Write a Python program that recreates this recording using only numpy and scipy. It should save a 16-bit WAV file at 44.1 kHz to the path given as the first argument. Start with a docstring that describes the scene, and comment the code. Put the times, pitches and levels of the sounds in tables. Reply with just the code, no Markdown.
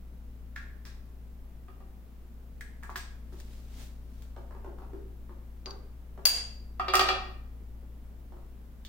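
"""A low machine hum and still air in a workshop come first; tools click and tap, a dull tick, a sleeve swishes.
A hand works a gear on its shaft with dull bumps; a steel wrench touches the stud, then lands with a bright clank.
The cast-iron gear bracket shifts and clatters; at the end the wrench lifts off with a bright clack. Hum is wavering
sines, air and cloth are shaped noise; each blow is a gritty contact, a crowd of short modes and a few that ring on.
A close microphone pair hears it all with the room's echoes; the recorder's gain ducks under the loudest blows."""
import sys
import numpy as np
from scipy import signal
from scipy.fft import rfft, irfft
from scipy.io import wavfile
from scipy.ndimage import uniform_filter1d, minimum_filter1d

SR = 44100
rng = np.random.default_rng(int(sys.argv[2]) if len(sys.argv) > 2 else 0)


def put_to_file(sound):
    """Save the sound as 16-bit audio at rate SR, in the file named by the first command-line argument."""
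    columns = np.atleast_2d(sound).T  # one column per channel
    safe = np.clip(columns, -1, 1)
    whole_steps = np.round(safe * 32767)
    wavfile.write(sys.argv[1], SR, whole_steps.astype(np.int16))


N = 391811

# In the blow lists, level is the direct sound's energy spread over 10 ms, ahead of pan and gain control;
# bass, treble and top are relative to the middle, room is the feed to the room relative to the direct sound.
# Low lines of running machinery: [f/Hz, relative level/dB]
HUM_LINES = [(27.6, -50.5), (59.1, -44.5), (112.5, -61.5), (118.2, -68), (175, -71), (225, -64),
             (257.5, -66.5)]
# The hum swelling and sinking about its mean: [t/s, relative level/dB]
HUM_SWELL = [(0.0, -46), (0.62, -44.5), (2.07, -49), (3.19, -44.5), (4.82, -44), (6.13, -46.5), (7.07, -42),
             (8.88, -49)]
# Spectrum of the still air: [f/Hz, relative density/dB]
AIR_COLOUR = [(15, 31.5), (40, 29), (90, 14), (180, 19.5), (280, 13.5), (450, 9), (900, 2), (2000, -5),
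              (4500, -12), (9000, -15), (14000, -9.5), (16000, -9)]
# Left-right likeness of diffuse sound at the microphones: [f/Hz, likeness 0 to 1]
MIC_LIKENESS = [(30, 0.69), (250, 0.89), (600, 0.42), (1500, 0.0982), (15000, 0.061)]
# Decay time of the room: [f/Hz, T60/s]
ROOM_T60 = [(150, 0.76), (400, 0.72), (1000, 0.53), (2000, 0.55), (4700, 0.47), (8000, 0.43), (15000, 0.18)]
# Colour of the room's answer, echoes included: [f/Hz, gain/dB]
ROOM_COLOUR = [(150, 4.5), (700, 2.5), (2000, 1.5), (5000, 1), (15000, -0.5)]
# First echoes from the machine's guard and the floor, before the room's colour:
# [left delay/s, right delay/s, level/dB]
EARLY_ECHOES = [(.0058, .0066, -17), (0.013, 0.016, -9), (0.0202, .0192, -17)]
# Swishes of cloth as the arm reaches out: [peak t/s, level/dB, rise/s, fall/s]
SWISHES = [(3.328, -59, .006, .07), (3.395, -58, 0.088, .12), (3.54, -57.5, 0.25, 0.23),
           (3.82, -50, 0.16, .13), (4.19, -65, .3, 0.3)]
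# Spectrum of the cloth hiss: [f/Hz, relative density/dB]
SLEEVE_COLOUR = [(100, 16.5), (400, 10), (1000, 2.5), (2000, 2.5), (3800, 3.5), (7000, 0), (11000, -5.5),
                 (15000, -4)]
# A dull tick as the arm sets out, then dull bumps of the gear held in the hand: [t/s, level/dB, bass/dB]
DULL_BUMPS = [(3.324, -53, 2.5), (4.363, -48, -5), (4.508, -53.5, -9.5), (4.548, -51.5, -2),
              (4.645, -46.5, -2), (4.660, -48, 9), (4.785, -52.5, -6), (4.819, -52.5, -6),
              (4.932, -43, 5.5), (5.293, -52.5, -1.5), (5.659, -49.5, -8.5), (5.670, -45, -6.5),
              (6.175, -49, -3), (8.321, -55, -3.5), (8.368, -58.5, -2)]
# Colour of a dull bump's contact and crowd of modes: [f/Hz, relative level/dB]
BUMP_COLOUR = [(100, -7.5), (230, -4.5), (370, 2.5), (600, -2), (1100, -6), (1600, -13.5), (2500, -24),
               (5000, -30), (16000, -43.5)]
# Ringing modes of a dull bump, before the random shift: [f/Hz, relative level/dB, T60/s]
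BUMP_MODES = [(318, -4.5, 0.036), (383.1, 6, 0.14), (545, -6, 0.027), (890, -8, 0.0526)]
# Light clicks of tools, and at the end the bright clack of the wrench lifting off:
# [t/s, level/dB, bass/dB, treble/dB, top/dB, room/dB]
TOOL_CLICKS = [(.5585, -55, -1, -11, -6, 3), (0.5619, -38.5, -7.5, -4.5, -12, -1),
               (.8525, -51, 5, 9, 9, 3.5), (2.609, -42.5, -14, -4, -1, -3.5),
               (2.828, -53.5, 12, -2, -12, 3), (2.833, -46, -1, -11, -2, -1),
               (2.8938, -41.5, 22, -8, -9, -11.5), (2.9, -45, 17, -2.5, 1, 0.5),
               (2.958, -34, 8, -8, -9, -10), (2.962, -40, -4, 6, 5, 2.5), (3.401, -51, -7, 15, 17, -13),
               (4.222, -55.5, 13, 12, 15, -6), (8.85, -49, 3, 22, 16, -1.5)]
# Colour of a click's contact and crowd of modes: [f/Hz, relative level/dB]
TOOL_COLOUR = [(100, -21), (500, -30.5), (950, -14), (1250, -11), (1750, -3), (2150, -9), (2700, -15.5),
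               (4500, -17.5), (8000, -22.5), (12000, -30), (16000, -24)]
# Ringing modes of a click: [f/Hz, relative level/dB, T60/s]
TOOL_MODES = [(373, -18.5, 0.16), (717, -22.5, 0.22), (1135, -11, 0.077), (1250, -20, 0.049),
              (1645, -3, 0.088), (1785, -5.5, 0.056), (2070, -26, 0.11), (3350, -28, 0.21),
              (4870, -25, 0.05)]
# Two faint, hollow taps of a handled tool, then the bracket's clatter, all from one place:
# [t/s, level/dB, bass/dB, treble/dB, top/dB]
HOLLOW_KNOCKS = [(1.683, -51.5, 4, -18, -12), (1.803, -55.5, 6, -19, -10), (6.7963, -26, -11.5, -15, -16.5),
                 (6.882, -27.5, 4.5, 6.5, -5), (6.9364, -19, -9, -12.5, -1), (6.943, -21.5, -3, -8.5, 1),
                 (6.953, -23, -10, 10, 18.5), (6.9935, -17.5, 0.5, 2.5, 1), (7.008, -25.5, 7.5, 4, 10),
                 (7.087, -21.5, -5.5, 2.5, -5.5)]
# Colour of a hollow knock's contact and crowd of modes: [f/Hz, relative level/dB]
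KNOCK_COLOUR = [(100, -23), (290, -22.5), (380, -11.5), (500, -12.5), (740, -1), (950, -10), (1250, 7),
                (1500, -12.5), (2600, -8), (4000, -12.5), (4750, -13), (6000, -20.5), (11000, -32),
                (16000, -30)]
# Ringing modes of a hollow knock: [f/Hz, relative level/dB, T60/s]
KNOCK_MODES = [(375.6, -4.5, 0.28), (548, -12, 0.15), (659, -14.5, 0.11), (719, -6, 0.15),
               (755.6, -7.5, 0.21), (772, -5.5, 0.092), (953, -7.5, 0.15), (1107, -2.5, 0.085),
               (1120, -11, 0.057), (1255, 7, 0.055), (1337, -12, 0.0514), (1576, -8.5, 0.11),
               (1820, -6.5, 0.13), (1887, -5.5, 0.16), (2347, -7, 0.17), (2384, -10.5, 0.26),
               (2674, -10.5, 0.17), (2803, -7.5, 0.12), (2750, -21, .1), (3352, -8, 0.16),
               (3760, -17, 0.085), (3750, -9, 0.1), (4745, -0.5, 0.07), (4900, -12.5, 0.084)]
# Wrench touching the stud, then landing and chattering: [t/s, level/dB, bass/dB, treble/dB, top/dB, room/dB]
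WRENCH_HITS = [(5.6588, -39.5, -5, -1.5, -28.5, -9), (5.7074, -43, -17, 3.5, -21.5, -17),
               (6.2538, -18.5, -2.5, 16, 1, -8.5), (6.2552, -11, 4, 0, 2.5, -2),
               (6.2615, -23, -1, 2.5, 3.5, -9.5), (6.2675, -26.5, 2, 0.5, 5, -6)]
# Colour of the wrench's contact and crowd of modes: [f/Hz, relative level/dB]
WRENCH_COLOUR = [(150, -37), (700, -24), (1500, -21), (2500, -15), (3800, -19), (4520, -8.5), (4740, 6),
                 (5000, -20.5), (6300, -15.5), (8000, -23), (10700, -17), (12800, -27), (14600, -8),
                 (16000, -19.5)]
# Ringing modes of the wrench: [f/Hz, relative level/dB, T60/s]
WRENCH_MODES = [(4240, -15.5, .06), (4680, -14.5, 0.038), (4630, 4.5, 0.066), (4920, -4.5, 0.08),
                (4740, -9.5, 0.13), (6580, -8, 0.081), (8950, -36, 0.099), (9600, -12, 0.059),
                (15130, -14, .07)]


def amp(db):
    """Decibels to gain."""
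    return 10 ** (np.asarray(db) / 20)


def evened(x):
    """Scales to an rms of one."""
    return x / np.sqrt(np.mean(x ** 2) + 1e-20)


def unit(x):
    """Scales each channel to an energy of one."""
    return x / np.linalg.norm(x, axis=-1, keepdims=True)


def read(points, hz):
    """Reads a spectrum on a log-frequency axis."""
    f, value = np.transpose(points)
    return np.interp(np.log(hz + 1), np.log(f + 1), value)


def follow(points):
    """Reads a curve at every sample."""
    return np.interp(np.arange(N) / SR, *np.transpose(points))


def add(mix, s, sound):
    """Mixes a stereo sound in at time s."""
    part = mix[:, round(s * SR):][:, :sound.shape[1]]
    part += sound[:, :part.shape[1]]


def colour(x, points, size=2048):
    """Causal minimum-phase filter with the given spectrum, so that attacks stay sharp."""
    hz = abs(np.fft.fftfreq(size, 1 / SR))
    log_gain = np.log(amp(read(points, hz)))
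    taps = np.fft.ifft(np.exp(np.conj(signal.hilbert(log_gain)))).real
    return signal.fftconvolve(x, taps[None, :size // 2], axes=1)[:, :x.shape[1]]


def tint(sound, bands_hz, bass_db, treble_db, top_db):
    """Sets the balance of one blow at its bass, middle, treble and top frequencies."""
    return colour(sound, list(zip(bands_hz, (bass_db, 0, treble_db, top_db))))


def drift(per_s):
    """A random curve of rms one, drawn at per_s points a second and joined smoothly."""
    return evened(signal.resample(rng.standard_normal(int(per_s * N / SR) + 2), N))


def pair(length):
    """White noise at two close microphones: alike in the bass, nearly unrelated in the treble."""
    left, other = rfft(rng.standard_normal((2, length)))
    same = np.clip(read(MIC_LIKENESS, np.fft.rfftfreq(length, 1 / SR)), 0, 1)
    right = same * left + np.sqrt(1 - same ** 2) * other
    return irfft(np.array([left, right]), length)


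def noise(points):
    """Diffuse stereo noise with the given spectrum and an rms of one."""
    gain = amp(read(points, np.fft.rfftfreq(N, 1 / SR)))
    return evened(irfft(rfft(pair(N)) * gain, N))


def hum(waver=0.023, phase_wander_rad=0.34, pan_db=3, level_db=-1.43, swell=0.98):
    """Low lines of running machinery, each wavering a little, all swelling together."""
    t = np.arange(N) / SR
    lines = np.zeros(N)
    for hz, db in HUM_LINES:
        strength = amp(db) * (1 + waver * drift(9.7))
        phase = 2 * np.pi * (hz * t + rng.random()) + phase_wander_rad * drift(1.9)
        lines += strength * np.sin(phase)
    level = follow(HUM_SWELL)
    swell_db = swell * (level - level.mean())
    pan = amp([[pan_db / 2], [-pan_db / 2]])
    return np.sqrt(2) * lines * amp(level_db + swell_db) * pan


def still_air(level_db=-52):
    """Steady diffuse noise of the still air."""
    return amp(level_db) * noise(AIR_COLOUR)


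def room(x, build_s=0.0063, tail_db=-1, size=12):
    """A few distinct echoes, then sparse reflections that build up quickly and die away, the treble first."""
    # one reflection of random sign in every slot of `size` samples, from 5 ms on
    at = np.arange(SR // 200, SR - size, size)
    at = at + rng.integers(0, size, (2, len(at)))
    strength = rng.choice([-1., 1.], at.shape) * (1 - np.exp(-at / SR / build_s))
    taps = np.zeros((2, SR))
    np.put_along_axis(taps, at, strength, 1)
    hz, t, z = signal.stft(taps, SR, nperseg=256)
    same = np.clip(read(MIC_LIKENESS, hz), 0, 1)[:, None]
    z[1] = same * z[0] + np.sqrt(1 - same ** 2) * z[1]
    t60 = read(ROOM_T60, hz)[:, None]
    decaying = z * amp(-60 * t / t60) / np.sqrt(t60)  # the root evens the energy of long and short decays
    response = amp(tail_db) * unit(signal.istft(decaying, SR, nperseg=256)[1])
    for left_s, right_s, db in EARLY_ECHOES:
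        response[[0, 1], [round(left_s * SR), round(right_s * SR)]] += amp(db)
    return signal.fftconvolve(x, colour(response, ROOM_COLOUR), axes=1)[:, :N]


def sleeve(drop_db=17.5, grain_db=0.9):
    """Cloth hiss that swells and fades with each move of the arm, roughened by fibres catching."""
    t = np.arange(N) / SR
    power = np.zeros(N)
    for s, db, rise, fall in SWISHES:
        # drop_db below the peak at one rise before it and one fall after it
        away = np.maximum((s - t) / rise, (t - s) / fall)
        power += amp(db - drop_db * away) ** 2
    return noise(SLEEVE_COLOUR) * np.sqrt(power) * amp(grain_db * drift(200))


def blow(modes, crack, crack_t60, scatter_db, ring_db, contact_s, spread_hz=4000):
    """One blow: a gritty contact, a crowd of short-lived modes, and a few that ring on."""
    t = np.arange(SR // 2) / SR
    contact = rng.standard_normal(len(t)) * t * np.exp(-t / contact_s)
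    swell = 1 - np.exp(-t / contact_s)  # the vibration takes a moment to fill the part
    crowd = pair(len(t)) * swell * amp(-60 * t / crack_t60)
    grit = unit(colour(contact[None], crack))
    attack = unit(grit + amp(scatter_db) * unit(colour(crowd, crack)))
    ring = np.zeros((2, len(t)))
    for hz, db, t60 in modes:
        # the higher a mode, the more its phase differs between the microphones
        phase = rng.uniform(0, 2 * np.pi) + hz / spread_hz * rng.standard_normal((2, 1))
        ring += amp(db - 60 * t / t60) * np.sin(2 * np.pi * hz * t + phase)
    return attack + amp(ring_db) * unit(ring * swell)


def strikes(hits, pan_db, left_lag_ms):
    """Plays a set of blows (s, level dB, room dB, sound) from one place: direct sound and room feed."""
    direct, feed = np.zeros((2, 2, N))
    span = np.sqrt(SR / 100)  # level = energy spread over 10 ms
    pan = amp([[pan_db / 2], [-pan_db / 2]])
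    for s, db, room_db, sound in hits:
        sound = span * amp(db) * unit(sound)
        add(direct, s, sound * pan)
        add(feed, s, sound * amp(room_db))
    # a positive lag reaches the left microphone later
    khz = np.fft.rfftfreq(N, 1000 / SR)
    direct[0] = irfft(rfft(direct[0]) * np.exp(-2j * np.pi * khz * left_lag_ms), N)
    return np.array([direct, feed])


def click():
    """Hard metal lightly struck: a short, pitched clack."""
    return blow(TOOL_MODES, TOOL_COLOUR, crack_t60=0.087, scatter_db=1, ring_db=-9, contact_s=0.00036)


def tool_clicks(bands_hz=(1020, 1650, 3620, 9300)):
    """Light clicks of tools, and at the end the bright clack of the wrench lifting off."""
    hits = []
    for s, db, bass_db, treble_db, top_db, room_db in TOOL_CLICKS:
        hits.append((s, db, room_db, tint(click(), bands_hz, bass_db, treble_db, top_db)))
    return strikes(hits, pan_db=-0.7, left_lag_ms=-0.058)


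def bump(shift_spread=.09):
    """A soft contact with a smothered ring, whose pitch shifts at random from bump to bump."""
    shift = np.exp(shift_spread * rng.uniform(-1, 1))
    modes = [(hz * shift, db, t60) for hz, db, t60 in BUMP_MODES]
    return blow(modes, BUMP_COLOUR, crack_t60=0.08, scatter_db=-1.5, ring_db=-3, contact_s=0.0017)


def grip_fidgets(start_s=7.6, end_s=8.6, per_s=7, level_db=-65.5, scatter_db=3):
    """While the fingers settle on the gear it rocks faintly, at random times and strengths."""
    count = round(per_s * (end_s - start_s))
    fidgets = []
    for when, force in rng.random((count, 2)):
        s = start_s + when * (end_s - start_s)
        fidgets.append((s, level_db + scatter_db * (2 * force - 1), 0))
    return fidgets


def dull_bumps(bands_hz=(376, 900, 1990, 3000), treble_db=-2.5, top_db=-4, room_db=2.5):
    """A dull tick as the arm sets out, then dull bumps of the gear held in the hand, some very faint."""
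    hits = []
    for s, db, bass_db in list(DULL_BUMPS) + grip_fidgets():
        hits.append((s, db, room_db, tint(bump(), bands_hz, bass_db, treble_db, top_db)))
    return strikes(hits, pan_db=0.2, left_lag_ms=-0.027)


def knock():
    """A hollow knock: many modes, with a low one among them."""
    return blow(KNOCK_MODES, KNOCK_COLOUR, crack_t60=0.062, scatter_db=0.0, ring_db=-1.0, contact_s=0.0013)


def hollow_knocks(bands_hz=(384, 1300, 4200, 8000), room_db=-1.5):
    """Two faint, hollow taps of a handled tool, then the bracket's clatter, all from one place."""
    hits = []
    for s, db, bass_db, treble_db, top_db in HOLLOW_KNOCKS:
        hits.append((s, db, room_db, tint(knock(), bands_hz, bass_db, treble_db, top_db)))
    return strikes(hits, pan_db=-0.5, left_lag_ms=-0.085)


def wrench():
    """Steel on steel: a bright crack with one cluster of high modes."""
    return blow(WRENCH_MODES, WRENCH_COLOUR, crack_t60=0.047, scatter_db=0, ring_db=-12, contact_s=0.00029)


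def wrench_hits(bands_hz=(1500, 4070, 5750, 9900)):
    """Two light, dry touches, then the clank and its rebounds."""
    hits = []
    for s, db, bass_db, treble_db, top_db, room_db in WRENCH_HITS:
        hits.append((s, db, room_db, tint(wrench(), bands_hz, bass_db, treble_db, top_db)))
    return strikes(hits, pan_db=4.5, left_lag_ms=0.064)


def scene():
    """Metal parts in one room, over hum and still air."""
    background = hum() + still_air()
    direct, feed = tool_clicks() + hollow_knocks() + wrench_hits() + dull_bumps()
    return direct + room(feed) + sleeve() + background


def record(dry, threshold_db=-17, squeeze=0.47, hold_s=0.072, recover_db_per_s=130, ceiling=.85, edge_hz=15900):
    """Gain control ducks under loud blows, holds briefly and recovers; peaks round off; then the band limit."""
    power = abs(uniform_filter1d((dry ** 2).mean(0), size=128))
    power_db = 10 * np.log10(power + 1e-12)
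    wanted_db = squeeze * np.maximum(power_db - threshold_db, 0)
    # hold the deepest duck of the last hold_s
    reach = int(hold_s * SR / 2)
    held_db = -minimum_filter1d(-wanted_db, 2 * reach + 1, origin=reach)
    # then recover at a steady rate
    fall = np.arange(N) * recover_db_per_s / SR
    duck_db = uniform_filter1d(np.maximum.accumulate(held_db + fall) - fall, size=64)
    rounded = ceiling * np.tanh(dry * amp(-duck_db) / ceiling)
    edge = signal.firwin(511, edge_hz, window=("kaiser", 9), fs=SR)
    return signal.oaconvolve(rounded, edge[None], "same")


dry = scene()
out = record(dry)
put_to_file(out)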